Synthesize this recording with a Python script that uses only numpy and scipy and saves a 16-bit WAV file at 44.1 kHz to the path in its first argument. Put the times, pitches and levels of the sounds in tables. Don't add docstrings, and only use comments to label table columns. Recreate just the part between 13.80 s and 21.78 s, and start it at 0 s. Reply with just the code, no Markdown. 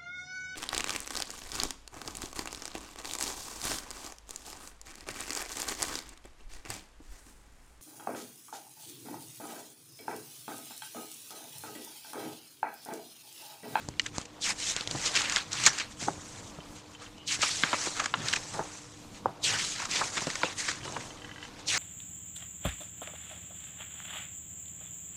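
import sys
import numpy as np
from scipy import signal
from scipy.fft import rfft, irfft
from scipy.io import wavfile
from scipy.ndimage import uniform_filter1d

SR = 44100
rng = np.random.default_rng(int(sys.argv[2]) if len(sys.argv) > 2 else 0)


def linear_from_db(decibels):
    return 10 ** (np.asarray(decibels, float) / 20)


def dump_mix(stems):
    frames = np.atleast_2d(stems).T
    limited = np.clip(frames, -1, 1)
    pcm = np.round(limited * 32767).astype(np.int16)
    wavfile.write(sys.argv[1], SR, pcm)


N = 351918

# start_s, length_s, start_pressure_db, end_pressure_db, wedge_rel_db
LIFT_STROKES = [
    (0.624, 0.083, -36, -31.5, -0.5),
    (3.481, 0.066, -34.5, -32.5, 1.5),
    (5.642, 0.117, -31, -36, 4),
    (7.882, 0.12, -31.5, -33, 2),
]
FIRST_TURN_STROKES = [(0.93, 0.03, -48, -52, 4), (0.972, 0.066, -44, -48.5, 5), (1.057, 0.054, -52, -49, 3),
                      (1.115, 0.143, -45, -36.5, -0.5), (1.27, 0.054, -35.5, -42, -0.5),
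                      (1.36, 0.095, -32.5, -43, 6), (1.46, 0.12, -44.5, -38.5, 5.5),
                      (1.57, 0.055, -45.5, -52.5, 11), (1.63, 0.06, -57, -59, 9),
                      (1.724, 0.16, -44.5, -33.5, 5), (1.93, 0.087, -43, -44.5, 5),
                      (2.03, 0.05, -52.5, -61, 8), (2.11, 0.015, -54, -53, 1),
                      (2.214, 0.17, -38, -54.5, -2.5)]
SECOND_TURN_STROKES = [
    (3.626, 0.067, -30.5, -36, 1),
    (3.83, 0.1, -39.5, -41, 3.5),
    (3.94, 0.12, -38.5, -36, -2),
    (4.07, 0.077, -37.5, -43, -4),
    (4.168, 0.17, -40, -54.5, 3.5),
    (4.35, 0.12, -52, -43, 4.5),
    (4.476, 0.1, -38.5, -43.5, 3),
]
THIRD_TURN_STROKES = [(5.79, 0.041, -33.5, -35.5, 2), (5.96, 0.1, -42.5, -45, 4),
                      (6.114, 0.095, -36, -34.5, 1), (6.24, 0.071, -35.5, -42.5, -4.5),
                      (6.335, 0.11, -40, -40.5, -0.5), (6.47, 0.16, -42.5, -44.5, 0.5),
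                      (6.64, 0.088, -42.5, -48.5, 6), (6.79, 0.037, -34.5, -39, -3.5),
                      (6.84, 0.063, -40.5, -36, -0.5), (6.92, 0.094, -44, -55, 3)]
SETTLE_STROKES = [(0.01, 0.1, -58.5, -65, 2.5), (0.24, 0.048, -51, -53, 0), (0.365, 0.068, -45.5, -55, 1),
                  (2.4, 0.2, -52, -49, -2.5), (2.63, 0.08, -53.5, -52, -3.5), (2.74, 0.4, -62, -67, 3),
                  (2.965, 0.027, -51.5, -56, 1), (3.11, 0.04, -58.5, -58, -4),
                  (3.22, 0.059, -52.5, -60.5, 5.5), (4.59, 0.12, -46, -46, -3),
                  (4.74, 0.073, -42, -50.5, -0.5), (4.83, 0.16, -49.5, -49, -1.5),
                  (5.02, 0.26, -51.5, -62.5, -4.5), (5.34, 0.036, -55, -51.5, 1),
                  (7.045, 0.165, -47, -49, 0.5), (7.23, 0.13, -47, -56, 0), (7.38, 0.22, -58, -62, 4),
                  (7.63, 0.05, -53.5, -58, 6), (7.69, .17, -66, -67, 11), (7.795, 0.02, -52.5, -58, 6)]
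# start_s, length_s, start_pressure_db, end_pressure_db, wedge_rel_db
SKIM_STROKES = [
    (0.792, 0.12, -39, -30.5, -3),
    (3.7, 0.12, -34, -37.5, -3),
    (5.85, 0.092, -36, -38.5, -4),
]
# freq_hz, density_db
SKIN_SPECTRUM = [(2060, -1), (3500, -12), (4010, 9), (4390, 7), (6570, 12.5), (7490, 9.5), (8140, 7),
                 (9280, -2), (10800, -9), (14500, -38)]
# start_s, length_s, level_db, pitch_hz, width_hz
SKIN_SQUEAK = (3.355, 0.11, -55, 2950, 230)

# time_s, peak_db, thump_rel_db, crack_rel_db, ring_hz
SNAP_EVENTS = [(0.1955, -16, -36, -13, 2500), (1.15, -30.5, -5, -20, 700), (1.497, -20, -41, -3.5, 2380),
               (1.999, -21.5, -28, -7, 2100), (2.787, -38.5, 1, -30, 740), (3.382, -46, -8, -4, 2820),
               (4.529, -19, -28, -8, 2100), (6.469, -24, -7, -7, 950), (1.872, -11, -31, -8, 1890),
               (1.353, -23, -30, -4, 3100), (1.373, -15, -30, -14, 2450), (3.707, -24, -30, -8, 4500),
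               (6.887, -19.5, -25, -12, 1790), (6.895, -24, -23, -10, 1900), (7.166, -22, -15, -39, 990),
               (2.283, -17, -14.5, -35, 697)]
SHIVER_EVENTS = [
    (1.838, -24, -30, 2, 2720),
    (1.866, -19, -42, 2.5, 1730),
    (7.052, -34, -11, -7, 910),
]
CREASE_EVENTS = [(1.868, -15.5, -21, -4.5, 1490), (1.986, -23.5, -39, -9.5, 1940),
                 (2.223, -39.5, -6, -19, 617), (2.28, -26.5, -10, -24, 800), (3.632, -17.5, -25, -12, 1150),
                 (4.071, -32, -4, -7, 970), (4.2, -17.5, -29, -13, 1320), (4.219, -32, -26, -27, 950),
                 (4.243, -26, -29, -10, 1230), (4.562, -19.5, -30.5, -11, 2300),
                 (4.794, -22, -9.5, -32, 894), (6.216, -19, -27, -29, 900), (6.421, -30, -10.5, -6, 990),
                 (6.804, -29, -36, -3.5, 1910)]
FLAP_EVENTS = [(1.26, -22, -24, -10, 4060), (1.364, -18.5, -25, -8, 2400), (2.004, -25, -25, -14.5, 2130),
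               (4.746, -35, -4, -24, 885), (6.021, -31, -36, -8, 1220), (6.159, -21.5, -33, -12, 3250),
               (6.373, -24.5, -17.5, -9, 1380), (6.884, -24, -22, -15, 1840),
               (7.164, -27.5, -15.5, -39, 930), (7.208, -34.5, -30, -20, 1840)]
TICK_EVENTS = [(0.087, -36.5, -15, 6.5, 1090), (0.2173, -48, -25, 10, 2800), (0.382, -27.5, -14, 3, 1150),
               (0.414, -38, -15, 2, 2700), (0.964, -12.5, -30, -8.5, 4250), (1.009, -16.5, -30, -12, 4400),
               (1.074, -17, -28, -12, 3730), (1.111, -15, -25, -9, 4340), (1.159, -29, -15, -5, 4300),
               (1.342, -28, -30.5, 0, 3900), (1.441, -31, -35.5, 0, 3000), (1.561, -9, -33, -12, 4050),
               (1.719, -33, -35, 0, 3000), (1.724, -38, -35, 0, 3000), (1.863, -20, -34, 0, 2300),
               (3.592, -36, -11, -4, 3000), (4.167, -30, -26, -10, 1200), (6.113, -22, -35, -6, 3800),
               (6.136, -24, -35, -6, 3500), (6.407, -29, -25, -4, 2500), (7.123, -39, -25, 5, 3000),
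               (0.139, -42, -25, -15, 2050), (1.399, -25, -30, -10, 3200), (1.455, -27, -30, -10, 2800)]
NICK_EVENTS = [(0.264, -28, -22, -10, 1900), (0.455, -40, -18, -4, 2400), (1.418, -23, -35, -6, 3100),
               (1.523, -24.5, -39, -6, 2800), (1.731, -28, -32, -1, 3500), (4.485, -18.5, -41, -11, 3800),
               (6.502, -24, -28, -12, 2060), (6.555, -23.5, -21, -11, 1900), (6, -30, -18, -10, 1060),
               (1.568, -19, -30, -16, 1480), (0.802, -33, -30, 0, 3500), (3.619, -27, -35, 0, 3500),
               (4.536, -14.5, -30, -18, 1730), (3.943, -20, -22, -30.5, 1150),
               (4.259, -20.5, -24, -7.5, 1300), (6.222, -22, -32, -30, 950), (1.268, -26, -30, -9, 4000),
               (1.276, -25, -30, -9, 3000), (1.855, -21, -35, -4, 4000), (1.879, -18, -30.5, -12, 1560),
               (6.054, -27, -27, -5, 1280), (6.38, -25, -25, -13, 2100), (6.641, -25, -12, -25, 900),
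               (6.915, -28, -23, -9, 1700), (3.936, -21.5, -19, -30, 1020), (7.079, -33, -13, -20, 1000),
               (4.803, -29, -10, -30, 900)]
KNOCK_EVENTS = [
    (3.835, -10, -23, -36, 1320),
    (4.339, -19, -28, -32, 1320),
    (5.457, -25, -8, -38, 774),
    (6.633, -18, -15, -28, 1280),
    (3.93, -15, -20.5, -33, 1180),
]

# time_s, peak_db, pitch_hz, t60_s
PATCH_RINGS = [(0.1957, -20, 1980, .022), (0.1957, -14, 2890, .016), (0.1957, -28, 6110, .014),
               (0.1957, -22, 4300, .007), (4.3395, -19, 1370, .022), (4.3395, -17, 1080, .024),
               (4.3395, -20, 2900, .017), (4.3395, -24, 3800, .009), (6.6328, -15, 974, .017),
               (6.6328, -20, 1390, .012), (6.6328, -22, 2300, .011), (6.6328, -22, 3700, .009),
               (6.6328, -25, 520, .06), (6.617, -31, 4000, .012), (6.617, -31, 1100, .018),
               (5.4575, -25, 781, .055), (5.4575, -23, 560, .04), (5.4577, -12, 900, .009),
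               (1.863, -6, 6900, .011), (1.8632, -12, 2300, .011), (1.8632, -13, 4300, .009),
               (1.8632, -21, 9600, .008), (1.8705, -16, 6900, .014), (1.8618, -18, 6900, .012)]
# start_s, length_s, level_db, pitch_hz, width_hz
AIR_POCKETS = [(3.7, .035, -37, 4600, 500), (6.642, .045, -37, 2600, 450), (3.945, .025, -36, 2400, 500),
               (1.425, .09, -41, 2600, 600), (1.395, .03, -39, 6800, 900), (1.53, .03, -38, 6700, 900),
               (6.368, .025, -37, 3500, 500), (1.88, .045, -36, 5700, 700), (5.465, .06, -43, 750, 500),
               (3.855, .04, -40, 2300, 500), (3.505, .05, -39, 6900, 900), (6.115, .03, -38, 2600, 600),
               (5.99, .035, -42, 2400, 700), (0.259, .014, -34, 1750, 350), (4.8, .04, -41, 800, 500),
               (1.868, .015, -28, 6900, 700), (0.262, .007, -34, 3440, 450), (0.262, .007, -32, 6250, 600),
               (3.475, .035, -39, 3400, 900), (4.068, .018, -43, 520, 300), (3.624, .022, -31, 2900, 900),
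               (4.528, .016, -29, 2900, 1800), (5.632, .035, -36, 3900, 1000)]
# time_s, peak_db, push_s
JOLT_EVENTS = [(0.087, -24.5, .0012), (0.382, -21.5, 0.0013), (0.414, -36, .001), (0.964, -29, .001),
               (1.009, -32, 0.0011), (1.074, -28.5, 0.0013), (1.111, -28.5, .0012), (1.149, -27, 0.0016),
               (1.159, -30, .001), (2.226, -32, .0015), (2.379, -33, .0015), (2.787, -29, 0.0013),
               (3.592, -31.5, .001), (4.072, -33, .001), (6.47, -29, .001)]
# time_s, peak_db, low_pair_share (0-1)
RATTLE_EVENTS = [(2.8055, -37, 0.4), (3.151, -36, 0.4), (3.2637, -38.5, 0.43), (7.3065, -33, 0.6),
                 (7.3746, -42, 0.5), (7.4202, -34, 0.55), (7.447, -30, 0.72), (7.4934, -34, 0.84),
                 (7.515, -30.5, 0.7), (7.5364, -44, 0.3), (7.561, -33.5, 0.8), (7.5826, -33, 0.74),
                 (7.6053, -39, 0.7), (7.6288, -28.5, 0.64), (7.652, -33, 0.6), (7.0335, -34, 0.15),
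                 (7.0538, -37, 0.15), (7.0782, -36, 0.15), (7.1276, -45, 0.15), (7.1475, -37, 0.15)]
# freq_hz, level_db, t60_s
PLASTIC_MODES = [(1667, -3, 0.04), (1990, -1.5, 0.04), (2720, 2, 0.04), (3000, 7.5, 0.042)]
# time_s, peak_db, rise_s_per_20db, fall_s_per_20db
SHIFT_SWELLS = [(0.0, -46, 0.1, 0.2), (0.095, -42, 0.035, 0.1), (0.39, -45, 0.2, 0.05),
                (1.16, -39, 0.13, 0.045), (1.39, -52, 0.5, 0.5), (1.88, -44, 0.44, 0.1),
                (2.28, -36.5, 0.08, 0.14), (2.6, -49.5, 1, 0.3), (3.49, -51, 0.3, 0.5),
                (3.94, -51, 0.8, 0.5), (4.39, -39, 0.11, 0.28), (4.76, -43.5, 0.2, 0.09),
                (5.2, -54, 1, 0.2), (5.46, -39.5, 0.09, 0.08), (5.74, -43, 0.2, 0.3), (6.19, -49, 0.5, 0.6),
                (7.08, -46.5, 0.6, 1.1), (7.89, -50, 0.27, -0.5)]
# time_s, peak_db, rise_s_per_20db, fall_s_per_20db
FLUTTER_SWELLS = [(0.67, -53, 0.45, 0.5), (1.17, -52, 0.3, 0.6), (1.39, -45.5, 0.6, 0.3),
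                  (1.88, -51, 0, 0.3), (2.28, -45.5, 0.05, 0.16), (2.6, -54.5, 0.4, 1.4),
                  (3.94, -46, 0.4, 0.6), (4.46, -47.5, 0.2, 0.5), (4.76, -40, 0.05, 0.18),
                  (5.46, -57, 0.5, 0.5), (5.74, -45, 0.4, 0.12), (6.19, -44, 0.23, 0.25),
                  (6.38, -50, 0.6, 0.4), (6.67, -47, 0.5, 0.15), (7.1, -47, 0.17, 0.66),
                  (7.89, -52.5, 0.3, -1)]
# freq_hz, density_db
ROOM_SPECTRUM = [(12, -18), (20, 8), (112, 2), (140, -2.5), (180, 5), (306, 2), (362, -17), (1070, -12),
                 (1160, -35), (3750, -26), (5690, -21), (6190, -18), (8170, -20), (15500, -31.5)]
# freq_hz, width_hz, level_db
HUM_BANDS = [(98.4, 12, -63.5), (478.4, 28, -64)]

GRIP_DB_PER_S, LET_GO_DB_PER_S, LIFT_GRIP_DB_PER_S = 455, 524, 1100
REST_DB, REST_WEDGE_DB = -67.5, 10
WEDGE_HZ, WEDGE_LOW_HZ, FIRM_DB, DB_PER_OCTAVE = 1620, 900, -38, 21.5
NARROW_HZ, OPEN_HZ, OPEN_S, THIN_HZ = 4600, 1280, 0.035, 2800
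RING, LIFT_RING = 0.41, 1.0
LIGHT_DB, LIGHT_HZ, LIGHT_LOSS_DB = -42, 5200, 7
MIC_HZ, MIC_WIDTH_HZ = 6850, 1300


def slide():
    grains = evened(slips(per_s=9000, spread_db=1.1, clump_db=1.1))
    hz, t, z = signal.stft(grains, SR, nperseg=256, noverlap=192)
    pressure_db, wedge_db, wedge_hz, ring = hand(t)
    hz = hz[:, None]
    ratio = (hz + 1) / wedge_hz

    shut = np.clip((ring - RING) / (LIFT_RING - RING), 0, 1) ** 4 * np.clip(wedge_hz / 2000 - .8, 0, 1)
    wedge = 1 + ring * np.exp(-(np.log(ratio / 1.2) / .22) ** 2)
    wedge = wedge / np.sqrt(1 + (ratio / (0.63 + .25 * shut)) ** -6.)
    wedge = wedge / np.sqrt(1 + (hz / 4800) ** 7.6)

    light_loss_db = np.clip(LIGHT_DB - pressure_db, 0, LIGHT_LOSS_DB) / (1 + (hz / LIGHT_HZ) ** 12)
    hiss = linear_from_db(read(SKIN_SPECTRUM, hz)) * linear_from_db(-light_loss_db)
    hiss = hiss * np.sqrt(.08 + .92 / (1 + shut * (ratio / .85) ** -6.))

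    def unit(gain, lo_hz, hi_hz):
        return gain / np.sqrt((gain[lo_hz // 172:hi_hz // 172] ** 2).sum(0) / 128)

    hiss_gain = linear_from_db(-1.0) * unit(hiss, 4500, 9000)
    wedge_gain = linear_from_db(np.minimum(wedge_db, 14) - 1.43) * unit(wedge, 1060, 6300)
    patches = uniform_filter1d(rng.standard_normal(z.shape), 4, 0)
    patches = evened(uniform_filter1d(patches, 12, 1))
    z = z * np.hypot(hiss_gain, wedge_gain) * linear_from_db(pressure_db + 2.16 * patches)
    return signal.istft(z, SR, nperseg=256, noverlap=192)[1][:N]


def hand(t):
    skin, air = linear_from_db(2 * REST_DB), linear_from_db(2 * (REST_DB + REST_WEDGE_DB))
    for *row, wedge_db in FIRST_TURN_STROKES + SECOND_TURN_STROKES + THIRD_TURN_STROKES + SETTLE_STROKES:
        power = stroke(t, GRIP_DB_PER_S, *row)
        skin = skin + power
        air = air + power * linear_from_db(2 * wedge_db)
    octaves = (10 * np.log10(skin) - FIRM_DB) / DB_PER_OCTAVE
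    pitch = air * np.maximum(WEDGE_HZ * 2 ** octaves, WEDGE_LOW_HZ)
    ring = RING * air

    gaps = [(LIFT_STROKES, LIFT_GRIP_DB_PER_S, NARROW_HZ, OPEN_HZ, LIFT_RING),
            (SKIM_STROKES, GRIP_DB_PER_S, THIN_HZ, THIN_HZ, RING)]
    for table, grip, from_hz, to_hz, height in gaps:
        for *row, wedge_db in table:
            power = stroke(t, grip, *row)
            gap = power * linear_from_db(2 * wedge_db)
            hz = to_hz + (from_hz - to_hz) * np.exp(-np.maximum(t - row[0] + 0.012, 0) / OPEN_S)
            skin, air = skin + power, air + gap
            pitch, ring = pitch + gap * hz, ring + gap * height
    return 10 * np.log10(skin), 10 * np.log10(air / skin), pitch / air, ring / air


def stroke(t, grip_db_per_s, start_s, length_s, in_db, out_db):
    end_s = start_s + length_s
    held_db = np.interp(t, [start_s, end_s], [in_db, out_db])
    grip_db = grip_db_per_s * np.maximum(start_s - t, 0)
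    let_go_db = LET_GO_DB_PER_S * np.maximum(t - end_s, 0)
    return linear_from_db(2 * (held_db - grip_db - let_go_db))


def slips(per_s, spread_db, clump_db):
    sizes = linear_from_db(spread_db * np.minimum(rng.exponential(1, N), 4) + clump_db * wobble(size=250))
    hits = rng.random(N) < per_s / SR
    return evened(rng.standard_normal(N) * (0.44 + sizes * hits))


def squeak():
    start_s, length_s, level_db, hz, width_hz = SKIN_SQUEAK
    out, z = np.zeros(N), rng.standard_normal(6000)[:round(length_s * SR)]
    whistle = evened(resonate(resonate(z, hz, width_hz), hz, width_hz))
    add(out, start_s, linear_from_db(level_db) * np.sqrt(np.hanning(len(z))) * whistle)
    return out


def sheet():
    sharp = dict(rise_s=.0003, blow=11, tail_db=-19, stiff_hz=328, tail_s=0.13)
    soft = dict(rise_s=0.0048, blow=3.7, tail_db=-13.5, stiff_hz=507, tail_s=0.15)
    out = buckles(SNAP_EVENTS, t60_s=0.025, **sharp)
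    out += buckles(SHIVER_EVENTS, t60_s=0.065, **sharp)
    out += buckles(CREASE_EVENTS, t60_s=0.032, **soft)
    out += buckles(FLAP_EVENTS, t60_s=0.077, **soft)
    out += buckles(TICK_EVENTS, t60_s=0.013, rise_s=.0003, blow=12.7, tail_db=-24, stiff_hz=333, tail_s=.1)
    out += buckles(NICK_EVENTS, t60_s=0.018, rise_s=.0022, blow=3.0, tail_db=-22, stiff_hz=450, tail_s=.11)
    out += buckles(KNOCK_EVENTS, t60_s=0.028, rise_s=0.000398, blow=7, tail_db=-17, stiff_hz=390, tail_s=0.19)
    return out


def buckles(table, t60_s, rise_s, blow, tail_db, stiff_hz, tail_s):
    out, t = np.zeros(N), np.arange(5000) / SR - 3 * rise_s
    swell = np.exp(-(np.minimum(t, 0) / rise_s) ** 2)
    late = np.maximum(t, 0)
    strike = blow * (np.arange(len(t)) == round(3 * rise_s * SR))

    def fade(share):
        return swell * (linear_from_db(-60 * late / (share * t60_s)) + linear_from_db(tail_db - 60 * late / tail_s))

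    noise = rng.standard_normal((len(table), 3, len(t)))
    for (s, peak_db, thump_db, crack_db, hz), z in zip(table, noise):
        z = z + strike
        top_hz = np.clip(hz * hz / stiff_hz, 1.5 * hz, max(5600, 1.53 * hz))
        broad = band(z[0] * fade(1), 0.5 * hz, top_hz, order=5)
        body = peaked(peaked(resonate(broad, hz, 0.34 * hz)) + 0.79 * peaked(broad))
        crack = band(z[1] * fade(0.89), 4000, 8000, order=4)
        crack = peaked(crack + 0.63 * resonate(crack, MIC_HZ, MIC_WIDTH_HZ))
        thump = peaked(band(z[2] * fade(1.6), 146, 620, order=3))
        sound = body + linear_from_db(crack_db + 7.5) * crack + linear_from_db(thump_db + 5) * thump
        add(out, s + .0005 - 3 * rise_s, linear_from_db(peak_db + 1.5) * sound)
    return out


def rings():
    out, t = np.zeros(N), np.arange(2500) / SR
    rise = 1 - np.exp(-(t / .0005) ** 2)
    for (s, peak_db, hz, t60_s), z in zip(PATCH_RINGS, rng.standard_normal((len(PATCH_RINGS), len(t)))):
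        grain = 1 + .5 * evened(uniform_filter1d(z, size=24))
        shape = rise * linear_from_db(-60 * t / t60_s)
        tone = grain * shape / shape.max() * np.sin(2 * np.pi * hz * t)
        add(out, s - .5 / hz, linear_from_db(peak_db) * band(tone, .55 * hz, 1.5 * hz, order=3))
    return out


def pockets():
    out = np.zeros(N)
    noise = rng.standard_normal((len(AIR_POCKETS), 6000))
    for (s, length_s, level_db, hz, width_hz), z in zip(AIR_POCKETS, noise):
        u = np.linspace(0, 1, round(length_s * SR))
        tone = evened(resonate(resonate(z, hz, width_hz), hz, width_hz))[-len(u):]
        add(out, s, linear_from_db(level_db) * np.sin(np.pi * u ** 0.6) * tone)
    return out


def jolts():
    out, t = np.zeros(N), np.arange(1500) / SR
    for s, peak_db, push_s in JOLT_EVENTS:
        u = t / push_s
        puff = -(1 - u) * np.exp(-u) * np.minimum(t / 0.00042, 1)
        add(out, s, linear_from_db(peak_db) * peaked(band(puff, 42, 1400)))
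    return out


def rattles():
    out, t = np.zeros(N), np.arange(2500) / SR
    knocks = rng.standard_normal((len(RATTLE_EVENTS), 10))
    for (s, peak_db, low), knock in zip(RATTLE_EVENTS, knocks):
        modes = [linear_from_db(db - 60 * t / t60_s) * np.sin(2 * np.pi * hz * (1 + 0.022 * detune) * t)
                 for (hz, db, t60_s), detune in zip(PLASTIC_MODES, knock)]
        mixed = np.array([low, low, 1 - low, 1 - low]) @ modes
        ring = signal.oaconvolve(mixed, abs(knock) * np.hanning(len(knock)))
        add(out, s - .001, linear_from_db(peak_db) * peaked(ring))
    return out


def bed():
    z = rng.standard_normal(N)
    mattress = evened(resonate(resonate(z, 123, 84), 132, 104))
    rumble = evened(mattress + 0.62 * evened(band(z, 72, 357, order=3)))
    flutter = evened(band(slips(per_s=1500, spread_db=2.5, clump_db=4.0), 309, 1130, order=3))
    rumble = linear_from_db(-2.1) * swells(SHIFT_SWELLS, rest_db=-61) * rumble
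    return rumble + linear_from_db(0.5) * swells(FLUTTER_SWELLS, rest_db=-62) * flutter


def swells(table, rest_db):
    t = np.arange(0, N / SR + .01, .002)
    power = linear_from_db(2 * rest_db)
    for s, db, rise, fall in table:
        power = power + linear_from_db(2 * np.minimum(db + 20 * (t - s) / rise, db - 20 * (t - s) / fall))
    return np.interp(np.arange(N) / SR, t, np.sqrt(power))


def room():
    air = colour(rng.standard_normal(N), ROOM_SPECTRUM) * linear_from_db(-57 + 2.6 * wobble(size=4000))
    fuzz = np.zeros(N)
    for hz, width_hz, db in HUM_BANDS:
        hum = resonate(resonate(rng.standard_normal(N), hz, width_hz), hz, width_hz)
        fuzz += linear_from_db(db) * evened(hum)
    line = np.sin(2 * np.pi * np.cumsum(300 + 2.39 * wobble(size=3000)) / SR)
    return air + fuzz + linear_from_db(-56.0 + 1.2 * wobble(size=2500)) * line


def evened(x):
    return x / np.sqrt(np.mean(x ** 2) + 1e-20)


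def peaked(x):
    return x / abs(x).max()


def read(points, hz):
    f, value = np.transpose(points)
    return np.interp(np.log(hz + 1), np.log(f + 1), value)


def add(mix, s, sound):
    part = mix[round(s * SR):][:len(sound)]
    part += sound[:len(part)]


def band(x, lo_hz, hi_hz, order=2):
    return signal.sosfilt(signal.butter(order, [lo_hz, hi_hz], "bandpass", fs=SR, output="sos"), x)


def colour(x, points):
    gain = linear_from_db(read(points, np.fft.rfftfreq(len(x), 1 / SR)))
    return evened(irfft(rfft(x) * gain, len(x)))


def resonate(x, hz, width_hz):
    turn = np.exp(2j * np.pi * np.cumsum(hz * np.ones(len(x))) / SR)
    r = np.exp(-np.pi * width_hz / SR)
    return 2 * (turn * signal.lfilter([1 - r], [1, -r], x / turn + 1e-18)).real


def wobble(size):
    return evened(uniform_filter1d(uniform_filter1d(rng.standard_normal(N), size), size))


def scene():
    paper = slide() + squeak() + sheet() + rings() + pockets()
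    return (paper + jolts() + rattles() + bed() + room())[None]


def band_limit(x):
    return signal.sosfilt(signal.butter(12, 16490, fs=SR, output="sos"), x)


def record(dry):
    limited = np.clip(dry, -.9, .9)
    mic = signal.sosfilt(signal.butter(10, 14800, fs=SR, output="sos"), limited)
    return band_limit(mic)


dry = scene()
out = record(dry)
dump_mix(out)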